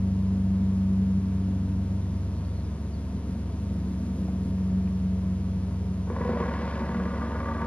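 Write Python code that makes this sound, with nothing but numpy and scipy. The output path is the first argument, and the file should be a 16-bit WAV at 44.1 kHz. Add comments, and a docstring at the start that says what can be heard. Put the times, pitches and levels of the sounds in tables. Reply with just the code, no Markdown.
"""Two fans hum against each other over a dull rush of air, with a thin mains buzz and hiss in a quiet room.
The fans are sine tones, the air and hiss are shaped noise, the buzz is a spike each half mains cycle.
A far bird gives very faint gliding sine whistles; small ticks are puffs of noise through resonances.
Near the end something close by is rolled or dragged over a hard surface and judders with uneven hollow
knocks: jolts and tiny contacts ring a bank of modes, one mode squeals, and a gritty scrape flares."""
import sys
import numpy as np
from scipy import signal
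from scipy.fft import rfft, irfft
from scipy.io import wavfile
from scipy.ndimage import map_coordinates

SR = 44100
rng = np.random.default_rng(int(sys.argv[2]) if len(sys.argv) > 2 else 0)


def inscribe(sig):
    """Save sig as 16-bit PCM at rate SR to the path in sys.argv[1].

    A 1-D sig is mono; a 2-D sig holds one channel per row.
    Samples are clipped to [-1, 1] before scaling.
    """
    pcm = np.round(np.clip(np.atleast_2d(sig).T, -1, 1) * 32767)
    wavfile.write(sys.argv[1], SR, pcm.astype(np.int16))


N = 337806
TIME = np.arange(N) / SR
FREQS = np.maximum(np.arange(N // 2 + 1) * SR / N, 1)
CUTOFF_HZ = 11650


def from_db(db):
    """Decibels to amplitude gain."""
    return 10 ** (np.asarray(db) / 20)


def in_time(rows):
    """Draw each column of a breakpoint table as a straight-line curve over every sample."""
    t, *columns = np.transpose(rows)
    return [np.interp(TIME, t, column) for column in columns]


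def gain_at(spectrum, hz):
    """Read a spectrum's gain, joining its points on a log-frequency axis."""
    points, db = np.transpose(spectrum)
    return from_db(np.interp(np.log(hz), np.log(points), db))


def noise(spectrum):
    """White noise filtered to the given power per Hz."""
    shaped = rfft(rng.standard_normal(N)) * gain_at(spectrum, FREQS)
    return irfft(shaped, N) * np.sqrt(SR / 2)


def drift(rate_hz):
    """Smooth random wander with spread 1: noise low-passed around the rate."""
    smooth = irfft(rfft(rng.standard_normal(N)) / (1 + (FREQS / rate_hz) ** 4), N)
    return smooth / smooth.std()


def tone(hz, db):
    """A sine from a random phase that follows a pitch curve, at an rms level."""
    turns = np.cumsum(hz * np.ones(N)) / SR + rng.random()
    return np.sqrt(2) * from_db(db) * np.sin(2 * np.pi * turns)


def resonate(x, hz, width_hz):
    """A two-pole resonance with gain 1 on top."""
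    r = np.exp(-np.pi * width_hz / SR)
    top = np.array([1, 0, -1]) * (1 - r * r) / 2
    return signal.lfilter(top, [1, -2 * r * np.cos(2 * np.pi * hz / SR), r * r], x + 1e-18)


def resonate_moving(x, hz, width_hz):
    """A gliding resonance with gain 1 on top: shift its centre to zero, smooth, shift back."""
    r = np.exp(-np.pi * width_hz / SR)
    turn = np.exp(2j * np.pi * np.cumsum(hz) / SR)
    return 2 * np.real(turn * signal.lfilter([1 - r], [1, -r], x / turn + 1e-18))


# electrical hiss common to both channels: (f/Hz, level/dB per Hz)
SHARED_HISS = [(300, -100), (2000, -99), (4300, -99.3), (8000, -101.5), (10500, -103), (11600, -110)]


def shared_hiss():
    """Steady electrical noise, the same on both sides."""
    return noise(SHARED_HISS)


# hiss of each channel alone: (f/Hz, level/dB per Hz)
OWN_HISS = [(100, -99.5), (1000, -93), (2000, -100), (4500, -102), (6500, -106), (7900, -120), (9300, -109),
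            (10700, -105), (11800, -110)]


def own_hiss():
    """Steady noise drawn afresh for each channel, so the two sides are unrelated."""
    return noise(OWN_HISS)


MAINS_HZ = 59.987
# mains buzz, envelope of its harmonics: (f/Hz, level/dB rms of a harmonic)
BUZZ = [(400, -71.5), (1100, -69), (1400, -73), (2000, -76), (3700, -82), (6000, -84), (10300, -98.5),
        (11800, -101)]


def buzz(size=4096):
    """A sharp spike each half cycle of the mains, alternating in sign: odd harmonics only."""
    odd = np.arange(1, CUTOFF_HZ // MAINS_HZ, 2).astype(int)
    harmonics = np.zeros(size // 2 + 1)
    harmonics[odd] = gain_at(BUZZ, odd * MAINS_HZ) * size / np.sqrt(2)
    one_cycle = irfft(harmonics)
    return np.interp(TIME * MAINS_HZ % 1, np.arange(size) / size, one_cycle)


# colour of the far rush, before its swell: (f/Hz, level/dB per Hz)
RUSH = [(120, -82), (230, -51), (300, -62), (420, -72), (560, -78), (900, -100)]
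# swell of the far rush: (t/s, level/dB relative to its colour)
RUSH_SWELL = [(0, -11.5), (1.8, -17.5), (2.8, -15), (3.7, -7), (4.5, -5.5), (5.1, -27), (7.66, -22)]
SURGE_DB, SURGES_HZ = 2.5, 8.3   # spread and rate of the random surges


def rush():
    """A far, dull rush: low noise that swells along a curve and surges at random."""
    swell_db, = in_time(RUSH_SWELL)
    return noise(RUSH) * from_db(swell_db + SURGE_DB * drift(SURGES_HZ))


# colour of the moving air, before its trim: (f/Hz, level/dB per Hz)
AIR = [(20, -84), (45, -67.5), (65, -62), (115, -61), (160, -56.5), (190, -55.5), (232, -59.5),
       (290, -69.5), (350, -72), (430, -71.5), (540, -78.5), (700, -78), (820, -89), (1000, -84.5),
       (1500, -94), (3000, -108), (8000, -135)]
AIR_TRIM_DB = -.5


def moving_air():
    """The fans push air, heard as a steady dull noise."""
    return noise(AIR) * from_db(AIR_TRIM_DB)


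# the slowing fan: (t/s, f/Hz, in turns per second)
FAN_SPEED = [(0, 95.9), (1.1, 95.4), (2.1, 94.7), (3.3, 94.4), (4.7, 93.6), (7.66, 92.8)]
# its tones swell and fade: (t/s, fundamental level/dB rms, octave level/dB rms before wavering)
FAN_TONES = [(0, -29.5, -27.5), (1.1, -30, -24), (1.3, -30.5, -29.5), (1.9, -29.5, -32.5), (2.3, -31, -45),
             (3.1, -41, -43), (3.7, -33.5, -37.5), (3.95, -38.5, -33.5), (4.5, -33.5, -30),
             (4.75, -34, -25), (4.92, -33.5, -29), (5.2, -33, -28.5), (5.35, -32, -31.5),
             (5.85, -32.5, -33), (6.4, -39, -36.5), (6.8, -45, -40.5), (7.0, -48, -30.5), (7.3, -40, -42.5),
             (7.66, -36.5, -49)]
# its third harmonic: (t/s, level/dB rms before wavering)
FAN_THIRD = [(0, -51.5), (.9, -59), (1.45, -42.5), (1.75, -43), (2.1, -75), (7.66, -48.5)]
# how much its overtones break up: (t/s, share 0-1)
HUM_WAVER = [(1.9, 0.05), (2.1, 0.81), (3.7, 1), (4.2, 0.07)]
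WAVER_DB, WAVER_SHARE, WAVER_HZ = 2.5, 0.0246, 6.2   # level and pitch spread at full waver; rate
# the steady fan and other motor tones: (f/Hz, level/dB rms)
STEADY_TONES = [(71.3, -34), (299.9, -54), (539.9, -67.5), (659.9, -61), (779.8, -76.5), (926, -62.5),
                (1017, -71)]


def fans():
    """Two close low tones beat together; the slowing fan's overtones waver in level and pitch."""
    speed, = in_time(FAN_SPEED)
    fundamental_db, octave_db = in_time(FAN_TONES)
    third_db, = in_time(FAN_THIRD)
    waver, = in_time(HUM_WAVER)
    waver_db = WAVER_DB * waver * drift(WAVER_HZ)
    unsteady = speed * (1 + WAVER_SHARE * waver * drift(WAVER_HZ))
    slowing = tone(speed, fundamental_db)
    slowing += tone(2 * unsteady, octave_db + waver_db)
    slowing += tone(3 * unsteady, third_db + waver_db)
    return slowing + sum(tone(hz, db) for hz, db in STEADY_TONES)


# small soft ticks and bumps: (t/s, f/Hz, width/Hz, level/dB per Hz at the puff's peak, rise/s)
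TICKS = [(4.282, 627, 260, -67.5, 0.0032), (4.32, 610, 100, -72, 0.019), (4.696, 1900, 450, -85, 0.0036),
         (4.872, 2206, 420, -83, 0.004), (5.646, 900, 500, -80, 0.0023), (5.704, 994, 151.2, -76, 0.0097)]


def ticks():
    """Each is a short puff of noise in one resonance, dulled far from its pitch by a broader one."""
    out = np.zeros(N)
    white = rng.standard_normal(N) * np.sqrt(SR / 2)
    for t, hz, width_hz, db, rise_s in TICKS:
        age = np.maximum(TIME - t, 0) / rise_s
        puff = white * age * np.exp(1 - age) * from_db(db)
        out += resonate(resonate(puff, hz, width_hz), hz, hz)
    return out


# bird notes, each one glide before its wobble and flutter:
# (t/s, length/s, first f/Hz, last f/Hz, level/dB rms at mid-note)
WHISTLES = [(2.14, .047, 4720, 5100, -66.5), (2.325, .12, 4340, 4400, -68.5),
            (2.435, .065, 4350, 4620, -66.5), (2.49, .035, 4550, 4420, -68.5),
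            (2.493, 0.032, 3950, 3380, -69), (2.525, 0.031, 3550, 4400, -69),
            (2.541, .095, 4360, 4020, -65.5), (2.626, .035, 5700, 5450, -70),
            (2.645, .025, 5500, 4650, -66), (2.921, .045, 4820, 4290, -64),
            (2.955, .035, 4350, 3780, -68.5), (3.008, .028, 5450, 4500, -67.5)]


def bird(waver_share=0.0077, flutter_db=1.5):
    """Thin gliding whistles and short chirps that swell and fade, broken and a little rough with distance."""
    out = np.zeros(N)
    wobble = 1 + waver_share * drift(180)
    flutter = flutter_db * drift(60)
    for t, length_s, first_hz, last_hz, db in WHISTLES:
        note = (TIME > t) & (TIME < t + length_s)
        along = (TIME[note] - t) / length_s
        hz = (first_hz + (last_hz - first_hz) * along) * wobble[note]
        swell = np.sqrt(8 * along * (1 - along))
        out[note] += swell * from_db(db + flutter[note]) * np.sin(2 * np.pi * np.cumsum(hz) / SR)
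    return out


# the clearest knocks, before the jolt boosts:
# (t/s, low-mode level/dB, high-mode level/dB)
KNOCKS = [(6.073, -46, -45), (6.099, -31, -36), (6.163, -32.5, -34.5), (6.204, -32, -42),
          (6.212, -44, -30.5), (6.245, -28, -37), (6.290, -28, -46), (6.332, -30.5, -39),
          (6.370, -30.5, -40), (6.404, -27, -36), (6.428, -36, -31.5), (6.458, -34, -36), (6.486, -37, -32),
          (6.511, -34, -32), (6.538, -40, -32), (6.591, -30.5, -38), (6.812, -30, -36), (6.89, -34, -36),
          (6.946, -38, -34.5), (6.997, -33, -35), (7.052, -31.5, -34), (7.136, -36, -36), (7.216, -36, -35),
          (7.242, -40, -40), (7.297, -32, -40), (7.351, -31, -32), (7.402, -34, -30.5), (7.457, -36, -38),
          (7.486, -34, -35), (7.511, -34, -49), (7.566, -35.5, -35), (7.618, -39, -33)]
FIRST_JOLT_S, JOLTS_PER_S = 6.101, 36.95
JUDDER_DB, REBOUND_DB = -4, -3   # judder against the force curve; rebound half a period later
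JOLT_SPREAD_DB, JOLT_JITTER_S = 2, 0.001484   # chance differences between jolts


def jolts(force_db):
    """Times and low and high strengths: a weak judder with rebounds that follows the force, and the knocks."""
    t = np.arange(FIRST_JOLT_S, TIME[-1], .5 / JOLTS_PER_S)
    late, size = rng.standard_normal((len(t), 2)).T
    rebound_db = REBOUND_DB * (np.arange(len(t)) % 2)
    db = np.interp(t, TIME, force_db) + JUDDER_DB + rebound_db + JOLT_SPREAD_DB * size
    t = np.minimum(t + JOLT_JITTER_S * late, TIME[-1])
    return np.vstack([np.column_stack([t, db, db]), KNOCKS]).T


def contacts(per_s):
    """Dense tiny knocks of like size at random moments, with unit power per Hz."""
    return (rng.random(N) < per_s / SR) * SR / np.sqrt(2 * per_s)


# colour of the scrape, before its own level curve and the jolts' flares: (f/Hz, level/dB per Hz)
GRIT = [(200, -93), (600, -78.5), (850, -89), (1000, -78.5), (1400, -89), (1720, -82.5), (1830, -90),
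        (1960, -84), (2150, -88.5), (2900, -93.5), (4000, -98.5), (5300, -99.5), (7000, -110),
        (10000, -120)]
GRIT_DB, JOLT_GRIT_DB = 58.5, 34   # boosts on the scrape curve and on each jolt's flare


def scrape(scrape_db, bite, t, high_db, flare_s=0.0022, harsh_db=1.5):
    """Gritty noise of uneven level that flares at each jolt and dies back exponentially."""
    flares = np.zeros(N)
    flares[(t * SR).astype(int)] = from_db(high_db + JOLT_GRIT_DB)
    flares = signal.lfilter([1], [1, -np.exp(-1 / (flare_s * SR))], flares + 1e-18)
    level = from_db(scrape_db + GRIT_DB + harsh_db * drift(110))
    return noise(GRIT) * level * (bite + flares)


SQUEAL_DB, SQUEAL_WAVER, SQUEAL_WAVER_HZ = 11.5, 0.01197, 45   # boost on its curve; pitch share and rate


def squeal(hz, db):
    """Friction keeps the sliding mode singing as a sine of unsteady pitch."""
    return tone(hz * (1 + SQUEAL_WAVER * drift(SQUEAL_WAVER_HZ)), db + SQUEAL_DB)


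# the rolling thing, before the boosts: (t/s, rumble level/dB, gritty scrape level/dB)
ROLL = [(6.2, -35.5, -57.5), (6.38, -33.5, -55), (6.55, -35, -54.5), (6.68, -36, -51.5), (6.85, -35, -56),
        (7.0, -36.5, -57), (7.3, -36, -58.5), (7.66, -35, -59.5)]
# its modes, driven differently as it moves: (f/Hz, width/Hz, first gain level/dB, last gain level/dB)
BODY = [(227.1, 9.4, -47.5, -45.5), (370, 17, -55, -62), (411, 18, -62, -67), (482.2, 18.7, -47.5, -58.5),
        (551, 29, -60.5, -60), (600, 77, -71, -67.5), (666, 27, -72, -66), (755, 35, -64, -68.5),
        (919.6, 20, -64, -58), (983, 26, -55.5, -67.5), (1052, 46, -61.5, -64.5), (1106, 51, -65, -68.5),
        (1158, 34, -74, -61.5), (1450, 65, -71.5, -68), (1512, 33, -70, -70.5), (1652, 37, -78, -67.5),
        (1703, 35, -71, -73.5), (1950, 85, -75.5, -72), (2254, 64, -76, -80.5)]
# its way from the first place to the last: (t/s, share 0-1)
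TRAVEL = [(6.4, 0.24), (6.65, 0.83), (7.15, 0.86), (7.42, 1)]
# one bright resonance slides as it moves: (t/s, f/Hz, gain level/dB)
SLIDING_MODE = [(6.4, 1030, -67), (6.75, 1056, -73), (6.93, 1158, -68), (7.15, 1190, -62), (7.3, 1195, -63),
                (7.42, 1178, -59), (7.52, 1173, -58.5), (7.63, 1157, -58)]
SLIDING_WIDTH_HZ = 32
ROLL_START_S, RUMBLE_RISE_S, BITE_RISE_S = 6.055, 0.2, 0.18   # bite fades in judder, scrape and squeal
RUMBLE_DB, JOLT_DB = 30, 10   # boosts on the rumble curve and the jolt strengths
LOW_MODES_HZ, HIGH_MODES_HZ = 560, 930   # between these a knock passes from low to high strength


def rolling(scatter_s=0.002464, skirt_hz=480):
    """Jolts strike every mode and flare the scrape; tiny contacts keep the body ringing and one mode squeals."""
    push_db, scrape_db = in_time(ROLL)
    travel, = in_time(TRAVEL)
    slide_hz, slide_db = in_time(SLIDING_MODE)
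    attack = np.sqrt(np.clip((TIME - ROLL_START_S) / RUMBLE_RISE_S, 0, 1))
    bite = np.clip((TIME - ROLL_START_S) / BITE_RISE_S, 0, 1)
    t, low_db, high_db = jolts(push_db + 20 * np.log10(bite + 1e-9))
    rumble = attack * from_db(push_db + RUMBLE_DB) * contacts(4000)

    def drive(hz):
        """Force on one mode: scattered jolts and contacts through a wide resonance that darkens the valleys."""
        when, sign, chance = rng.random((len(t), 3)).T
        db = low_db + (high_db - low_db) * np.interp(hz, [LOW_MODES_HZ, HIGH_MODES_HZ], [0, 1])
        uneven_db = 1.25 - chance
        moment = np.minimum((t + scatter_s * when) * SR, N - 1).astype(int)
        kicks = np.zeros(N)
        kicks[moment] = SR * np.sign(sign - .5) * from_db(db + JOLT_DB + uneven_db)
        return resonate(kicks + rumble * rng.standard_normal(N), hz, skirt_hz)

    body = np.zeros(N)
    for hz, width_hz, first_db, last_db in BODY:
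        body += resonate(drive(hz), hz, width_hz) * from_db(first_db + travel * (last_db - first_db))
    body += resonate_moving(drive(slide_hz[-1]), slide_hz, SLIDING_WIDTH_HZ) * from_db(slide_db)
    body += bite * squeal(slide_hz, slide_db)
    return body + scrape(scrape_db, bite, t, high_db)


def scene():
    """One signal feeds both channels, the right a little softer and later; each adds its own hiss."""
    mono = shared_hiss() + buzz() + rush() + moving_air() + fans() + ticks() + bird() + rolling()
    lag_s, right_db = 1 / 16000, -.25
    late = map_coordinates(mono, [(TIME - lag_s) * SR], order=3, mode="nearest")
    return np.array([mono + own_hiss(), late * from_db(right_db) + own_hiss()])


def record(dry):
    """A steep elliptic low-pass cuts the top."""
    return signal.sosfilt(signal.ellip(12, .1, 90, CUTOFF_HZ, fs=SR, output="sos"), dry)


dry = scene()
out = record(dry)
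inscribe(out)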